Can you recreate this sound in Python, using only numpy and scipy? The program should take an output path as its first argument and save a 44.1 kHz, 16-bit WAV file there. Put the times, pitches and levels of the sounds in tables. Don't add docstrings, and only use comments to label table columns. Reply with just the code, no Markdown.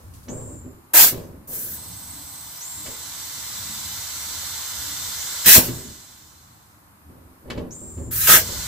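import sys
import numpy as np
from scipy import signal
from scipy.fft import rfft, irfft
from scipy.io import wavfile
from scipy.ndimage import uniform_filter1d

SR = 44100
rng = np.random.default_rng(int(sys.argv[2]) if len(sys.argv) > 2 else 0)


def store_wav(level_fs):
    pcm = np.round(np.clip(np.atleast_2d(level_fs), -1, 1) * 32767)
    wavfile.write(sys.argv[1], SR, pcm.T.astype(np.int16))


def level_to_linear(level):
    exponent = np.asarray(level, float) / 20
    return 10 ** exponent


N = 382347

# pitch_hz, density_db (per Hz)
RUMBLE_COLOUR = [(12, -50), (20, -29), (51, -10), (75, 1), (178, -10.5), (216, -10.5), (253, -17.5),
                 (300, -9), (390, -41), (660, -120)]
# full_s (when full level is reached), length_s, level_db
RUMBLE_SWELLS = [(0.077, 0.11, -43.5), (0.403, 0.21, -39.5), (1.156, 0.28, -46), (1.573, 0.93, -46.5),
                 (2.793, 0.034, -42), (3.016, .5, -49), (3.61, 0.38, -44), (4.148, 0.42, -48),
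                 (4.758, 0.97, -47), (5.713, .18, -41.5), (7.053, .25, -50), (7.52, 0.36, -42.5),
                 (7.999, .7, -40)]
# pitch_hz, density_db (per Hz)
WOODS_COLOUR = [(88, -24.5), (150, 0.5), (186, -17), (308, -10), (420, -18.5), (1050, -9), (3440, -28),
                (4170, -26), (5920, -29.5), (7930, -25.5), (12600, -21.5), (14200, -20.5), (15700, -46)]
# pitch_hz, likeness
YARD_LIKENESS = [(60, 0.94), (240, 0.81), (950, -0.17), (3770, -0.34), (15000, 0.17)]
# start_s, level_db, t60_s (time to fall 60 dB)
BRIGHT_PUFFS = [(.002, -57, 2.1), (.137, -52, 0.47), (0.23, -58.5, .2), (2.859, -38, .04),
                (7.501, -44, .06)]
# start_s, hold_s, level_db
BIRD_CALLS = [(0.283, 0.28, -39.5), (2.608, 0.25, -35), (5.195, 0.68, -36.5), (7.707, 0.34, -38)]
# multiple (of its base rate), level_db (relative), breathiness (0-1)
BIRD_PARTIALS = [(5, -23, .6), (6, 0, .2), (7, -9, .05), (12, -20, 1)]
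# full_s, length_s, level_db, upper_db (upper modes, relative to the low)
HULL_RUBS = [(0, 0.27, -58, -1.5), (0.291, 0.23, -33.5, -4.5), (0.66, .01, -40, -30),
             (1.128, 0.0084, -29.5, -5.5), (1.2, 0.22, -45, -17.5), (1.491, 0.51, -44.5, -2),
             (2.862, 0.012, -44.5, 0.5), (5.626, 0.026, -31, -12), (5.698, .15, -39.5, -22),
             (7.099, 0.38, -48.5, -7), (7.456, .03, -43.5, -5.5), (7.512, .06, -37, -4.5),
             (7.577, 0.0081, -32.5, -7), (7.817, .18, -43, -12.5), (7.983, 0.15, -36, -13.5),
             (8.29, 0.12, -39, 1.5), (8.488, 0.09, -41.5, -8)]
# start_s, blow_db, clank_db (relative to the blow), boom_db (deepest mode, relative)
HULL_KNOCKS = [(0.281, -33.5, -4.5, -18), (0.312, -28.5, -27, -14), (0.406, -33.5, -22, 8),
               (0.651, -26.5, -34, -13), (1.137, -29, -10, 0.5), (2.861, -35.5, 4, -16),
               (5.551, -18.5, 3, -15), (5.576, -9, -15, -29), (5.685, -15.5, -15, 2),
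               (7.478, -31.5, -22, 2), (7.501, -28, 4.5, -12), (7.576, -17.5, -16, -15),
               (7.974, -27, -24, -14)]
# pitch_hz, level_db (relative), t60_s (before the extra damping)
HULL_MODES = [(122.2, -11, 1), (178, -8.5, 0.13), (225.2, -20.5, 0.18), (253, -0.5, 0.39), (334.7, 1, 0.12),
              (380.5, -8, 0.14), (442, -13, 0.068), (505.5, -6.5, 0.042), (595, -13.5, 0.018),
              (782, -9, 0.013)]
# time_s, flow_db
AIR_FLOW = [(1.46, -85), (1.52, -54), (1.75, -52), (1.81, -50), (2.3, -49.5), (2.81, -46.5), (2.85, -45),
            (3.46, -40.5), (5.43, -37), (5.801, -47.5), (6.669, -67), (7.05, -86.5), (8.3, -90),
            (8.42, -39), (8.67, -37.5)]
# pitch_hz, density_db (per Hz)
HOSE_COLOUR = [(240, -35.5), (400, -20), (852, -14.5), (1150, -9.5), (1240, -14.5), (1400, -9), (1650, -11),
               (2040, -10.5), (2750, -15.5), (2970, -9), (4170, -5.5), (5490, -6.5), (8110, -4),
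               (9000, -16.5), (11700, -43.5), (19800, -120)]
# pitch_hz, width_hz (6 dB down), peak_db
HOSE_RESONANCES = [(1380, 160, -9), (1980, 160, -11), (3610, 120, -5), (4050, 260, -4), (4540, 60, -3),
                   (5810, 70, -3), (6140, 80, -3), (6440, 60, -3), (7290, 100, 0), (7870, 120, -3)]
# pitch_hz, width_hz (6 dB down), peak_db
SEAT_WHISTLE = [(7930, 260, -7), (8190, 310, -3.5)]
# pitch_hz, density_db (per Hz)
HISS_COLOUR = [(7500, -18), (8800, -12), (9300, -7), (10500, -1), (12400, 0.5), (15500, -1)]
# pitch_hz, likeness
HOSE_LIKENESS = [(300, 0.3), (950, 0.86), (3800, 0.25), (7000, 0.43), (15000, 0.098)]
# pitch_hz, left_over_right_db
HOSE_LEAN = [(60, 4.5), (120, 7), (240, -2.5), (480, 1), (950, 2.5), (1890, 2), (3770, 0.5), (7520, -6),
             (15000, 4)]
# full_s, length_s, whistle_db
SEALED_TIMES = [(1.775, 4, -43.5), (8.419, .4, -51)]
# start_s, hold_s, fizz_db (once filled out), roar_db and bore_db (relative to the fizz)
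CHUCK_JETS = [(0.934, .1, -5, -8.5, -20), (1.031, 0.058, -13.5, -11, -20.5), (1.472, 0.083, -31, -27, -26),
              (1.527, 0.12, -28.5, -30.5, -24.5), (1.64, .12, -31.5, -32, -23),
              (5.442, .02, -20.5, 2.5, -15), (5.456, .12, -4, -5, -28), (5.59, 0.079, -27.5, -6.5, -23.5),
              (8.108, 0.25, -21.5, -13.5, -17.5), (8.201, 0.089, -29.5, 1, -14),
              (8.27, 0.1, -9.5, -2.5, -6), (8.379, .03, -22, -1.5, -21)]
# pitch_hz, density_db (per Hz)
FIZZ_COLOUR = [(1760, -57), (3000, -39.5), (5790, -18.5), (6240, -13), (6930, -14.5), (8060, -10),
               (9650, -11.5), (13300, -2), (15700, -7.5)]
# pitch_hz, density_db (per Hz)
ROAR_COLOUR = [(590, -55), (1000, -18.5), (1070, -18.5), (1180, -12), (1640, -5.5), (2510, -5.5),
               (7700, -4), (9000, -10.5), (11700, -22.5), (19800, -120)]
# pitch_hz, width_hz (6 dB down), peak_db
BORE_RESONANCE = [(1604, 690, 3.5)]
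# pitch_hz, density_db (per Hz)
SLAP_COLOUR = [(60, -10.5), (150, -7.5), (350, -5), (600, -6), (900, -4), (1200, -14)]
# full_s, length_s, level_db
TIRE_SLAPS = [(0.945, 0.069, -30.5), (1.03, 0.044, -33.5), (5.468, 0.02, -27), (5.504, 0.015, -32.5),
              (5.559, 0.026, -15.5), (8.287, 0.098, -28.5)]
# pitch_hz, likeness
JET_LIKENESS = [(300, 0.87), (950, 0.85), (3800, .3), (7000, .1), (15000, .05)]


def evened(x):
    return x / np.sqrt(np.mean(x ** 2) + 1e-20)


def read(points, hz):
    f, value = np.transpose(points)
    return np.interp(np.log(hz + 1), np.log(f + 1), value)


def band_noise(order, low_hz, high_hz):
    band = signal.butter(order, [low_hz, high_hz], "bandpass", fs=SR, output="sos")
    return evened(signal.sosfilt(band, rng.standard_normal((2, N))))


def stroke(s, length, db, rise, sag, fall):
    t = np.arange(N) / SR - s
    held = np.clip(t, 0, length)
    return level_to_linear(db + rise * np.minimum(t, 0) - sag * held - fall * np.maximum(t - length, 0))


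def noise(colour, same, patchy_db, size=1024, peaks=()):
    hop, bins = size // 4, size // 2 + 1
    hz = np.fft.rfftfreq(size, 1 / SR)
    a, b, c, d, patches = (rng.standard_normal((N // hop + 5, bins), dtype=np.float32).T for _ in range(5))
    patches = uniform_filter1d(patches, size=10, axis=0)
    patches = evened(uniform_filter1d(patches, size=12, axis=1))
    edge_db = -80 * ((hz < colour[0][0]) | (hz > colour[-1][0]))
    power = level_to_linear(read(colour, hz) + edge_db) ** 2
    for f, width, db in peaks:
        power = power + level_to_linear(db) ** 2 / (1 + (2 * (hz - f) / width) ** 2) ** 2
    like = np.clip(read(same, hz), -1, 1)[:, None]
    one = a + 1j * b
    other = like * one + np.sqrt(1 - like ** 2) * (c + 1j * d)
    spectra = np.array([one, other], dtype=np.complex64)
    spectra *= level_to_linear(patchy_db * patches) * np.sqrt(power)[:, None]
    return evened(signal.istft(spectra, nperseg=size, noverlap=size - hop)[1][:, :N])


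def heard(x, echo_db, t60, left=((1, 0), (2, 0))):
    size = SR // 4
    slots = np.arange(40, size - 22, 22)
    at = slots + rng.integers(0, 22, (2, len(slots)))
    taps = np.zeros((2, size))
    np.put_along_axis(taps, at, rng.choice([-1., 1.], at.shape), axis=1)
    taps *= level_to_linear(-60 * np.arange(size) / SR / t60)
    echoes = rfft(taps / np.linalg.norm(taps[0]), 2 * size)
    hz = np.fft.rfftfreq(2 * size, 1 / SR)
    scatter = level_to_linear(echo_db) * hz / (hz + 700)
    path = (1 + scatter * echoes) / np.sqrt(1 + scatter ** 2)
    lean = level_to_linear(np.outer([.5, -.5], read(left, hz)))
    path = np.roll(irfft(path * lean), 256, axis=1)[:, :size]
    return signal.oaconvolve(np.atleast_2d(x), path, axes=1)[:, 256:N + 256]


def yard():
    rumble_db, woods_db = -57, -54.5
    rise, fall = 97, 90
    swell = np.max([stroke(*row, rise, 0, fall) for row in RUMBLE_SWELLS], axis=0)
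    rumble = noise(RUMBLE_COLOUR, YARD_LIKENESS, 2.7, size=4096) * np.maximum(swell, level_to_linear(rumble_db))
    return rumble + level_to_linear(woods_db) * noise(WOODS_COLOUR, YARD_LIKENESS, 0.5)


def bright_puffs():
    t, level = np.arange(N) / SR, np.zeros(N)
    for s, db, t60 in BRIGHT_PUFFS:
        level += (t > s) * level_to_linear(db - 60 * np.maximum(t - s, 0) / t60)
    return uniform_filter1d(level, size=60) * band_noise(1, 4500, 13500)


def bird():
    buzz_hz, buzz_depth = 208, .02
    low_hz, top_hz, swoop_s, droop = 5500, 7400, .02, 1000
    rise, sag, fall, fade_clears = 2000, 15, 83, 140
    main_multiple = BIRD_PARTIALS[1][0]
    out = np.zeros(N + SR)
    t = np.arange(SR) / SR
    for s, hold, db in BIRD_CALLS:
        wander = evened(uniform_filter1d(rng.standard_normal((2, SR)), size=90, axis=1))
        past = np.maximum(t - hold, 0)
        effort = level_to_linear(-fade_clears * past)
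        buzz = effort * np.sin(2 * np.pi * np.cumsum(buzz_hz * (1 + 0.019 * wander[0])) / SR)
        glide_hz = top_hz - (top_hz - low_hz) * np.exp(-t / swoop_s) - droop * t ** 2
        base_hz = glide_hz / main_multiple * (1 + buzz_depth * buzz + 0.007 * wander[1])
        turns = np.cumsum(base_hz) / SR
        breath = evened(uniform_filter1d(rng.standard_normal(SR), size=30))
        voice = np.zeros(SR)
        for multiple, level_db, airy in BIRD_PARTIALS:
            gain = level_to_linear(level_db) * (effort if level_db else 1)
            voice += gain * (1 - airy + airy * breath) * np.sin(2 * np.pi * multiple * turns)
        shape_db = np.minimum(rise * (t - .004), 0) - sag * t - fall * past
        out[round(s * SR):][:SR] += np.sqrt(2) * level_to_linear(db + shape_db + 0.5 * wander[1]) * voice
    return out[:N]


def hull():
    t = np.arange(SR // 2) / SR
    modes = np.array([level_to_linear(db - 60 * t / t60) * np.sin(2 * np.pi * hz * t) for hz, db, t60 in HULL_MODES])

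    rise, sag, fall = 830, 40, 106
    slip_size = level_to_linear(0.76 * np.minimum(rng.exponential(1, N), 4))
    slips = slip_size * rng.choice([-1, 1], N) * (rng.random(N) < 900 / SR)
    damped = modes * level_to_linear(-200 * t)
    deep = np.array(HULL_MODES)[:, 0] < 420
    low, high = (evened(signal.oaconvolve(slips, damped[part].sum(axis=0))[:N]) for part in (deep, ~deep))
    rubs = np.zeros(N)
    for s, length, db, upper_db in HULL_RUBS:
        rubs += stroke(s, length, db, rise, sag, fall) * (low + high * level_to_linear(upper_db))

    blows, clanks, booms = np.zeros((3, N))
    for s, db, clank_db, boom_db in HULL_KNOCKS:
        at = round(s * SR)
        blows[at], clanks[at], booms[at] = level_to_linear(db), level_to_linear(db + clank_db), level_to_linear(db + boom_db)
    push = np.exp(-.5 * ((t[:200] - t[100]) / 0.00029) ** 2)
    panel = signal.oaconvolve(modes[1:].sum(axis=0) * level_to_linear(-150 * t), push)[100:]
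    panel = panel * (1 - np.exp(-np.arange(len(panel)) / SR / 0.003))
    panel = 0.5 * panel / abs(panel).max()
    boom = modes[0] * level_to_linear(-90 * t)
    crack = rng.standard_normal(len(t)) * (level_to_linear(-60 * t / 0.07) + .45 * level_to_linear(-60 * t / .3))
    clank = signal.sosfilt(signal.butter(2, [700, 3600], "bandpass", fs=SR, output="sos"), crack)
    strikes = ((blows, panel), (booms, boom), (clanks, clank))
    return rubs + sum(signal.oaconvolve(hit, ring)[:N] for hit, ring in strikes)


def hose():
    seep_db, fill_db = -43, -52.5
    top_db = 1
    whistle_sag = 1.5
    body = level_to_linear(6.5) * noise(HOSE_COLOUR, HOSE_LIKENESS, 0.75, size=2048, peaks=HOSE_RESONANCES)
    whistle = noise([(7000, -44.5), (9000, -37.5)], HOSE_LIKENESS, 1.0, peaks=SEAT_WHISTLE)
    top = noise(HISS_COLOUR, HOSE_LIKENESS, 1.3)
    dull = band_noise(2, 650, 1200)
    flow = level_to_linear(np.interp(np.arange(N) / SR, *np.transpose(AIR_FLOW)))
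    sealed = sum(stroke(s, length, 0, 150, 0, 150) for s, length, _ in SEALED_TIMES)
    singing = sum(stroke(*row, 150, whistle_sag, 40) for row in SEALED_TIMES)
    top_level = np.hypot(level_to_linear(top_db) * flow, level_to_linear(seep_db) * sealed)
    return flow * body + level_to_linear(fill_db) * sealed * dull + singing * whistle + top_level * top


def chuck():
    swell_db, swell_s = 9, 0.03
    fall, knee_s = 796.5, 0.0089
    drain_db, drain_fall = -31, 122.5
    roar_late_db, drain_fizz_db = 1, 1
    slap_db, slap_rise, slap_fall = -28, 1500, 500
    flutter_db = .6 * evened(uniform_filter1d(rng.standard_normal(N), size=400))
    thin, wide, ringing, slaps = np.zeros((4, N))
    for s, hold, db, roar_db, bore_db in CHUCK_JETS:
        t = np.maximum(np.arange(N) / SR - s, 0)
        past = knee_s * np.logaddexp(0, (t - hold) / knee_s)
        unfilled = np.exp(-t / swell_s)
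        opened = np.minimum(t / 0.0042, 1) * level_to_linear(db - swell_db * unfilled)
        jet = opened * level_to_linear(-fall * past)
        drain = opened * level_to_linear(drain_db - drain_fall * past)
        thin += jet + level_to_linear(drain_fizz_db) * drain
        wide += level_to_linear(roar_db - roar_late_db * unfilled) * jet + drain
        ringing += level_to_linear(bore_db) * jet
        slaps += level_to_linear(roar_db + slap_db) * jet
    slaps += sum(stroke(*row, slap_rise, 0, slap_fall) for row in TIRE_SLAPS)
    fizz = noise(FIZZ_COLOUR, JET_LIKENESS, 0.82, size=512)
    roar = noise(ROAR_COLOUR, JET_LIKENESS, 2.3)
    bore = noise([(1000, -30), (2500, -30)], JET_LIKENESS, 2.5, peaks=BORE_RESONANCE)
    slap = noise(SLAP_COLOUR, JET_LIKENESS, 3.7)
    return level_to_linear(flutter_db) * (thin * fizz + wide * roar + ringing * bore + slaps * slap)


def scene():
    left_late = 1
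    air = heard(chuck(), 1.0, 0.093) + heard(hose(), -1.3, 0.066, left=HOSE_LEAN)
    left, right = air + heard(hull(), 5.7, 0.064) + heard(bird(), 1.5, 0.16)
    return np.array([np.roll(left, left_late), right]) + bright_puffs() + yard()


def top_cut(x):
    return signal.sosfilt(signal.butter(12, 15810, fs=SR, output="sos"), x)


def record(dry):
    lopsided = .2
    thud_band = signal.butter(2, [16, 45], "bandpass", fs=SR, output="sos")
    thud = signal.sosfilt(thud_band, dry ** 2)
    mix = np.clip(dry + lopsided * thud, -1, 1)
    return top_cut(mix)


dry = scene()
out = record(dry)
store_wav(out)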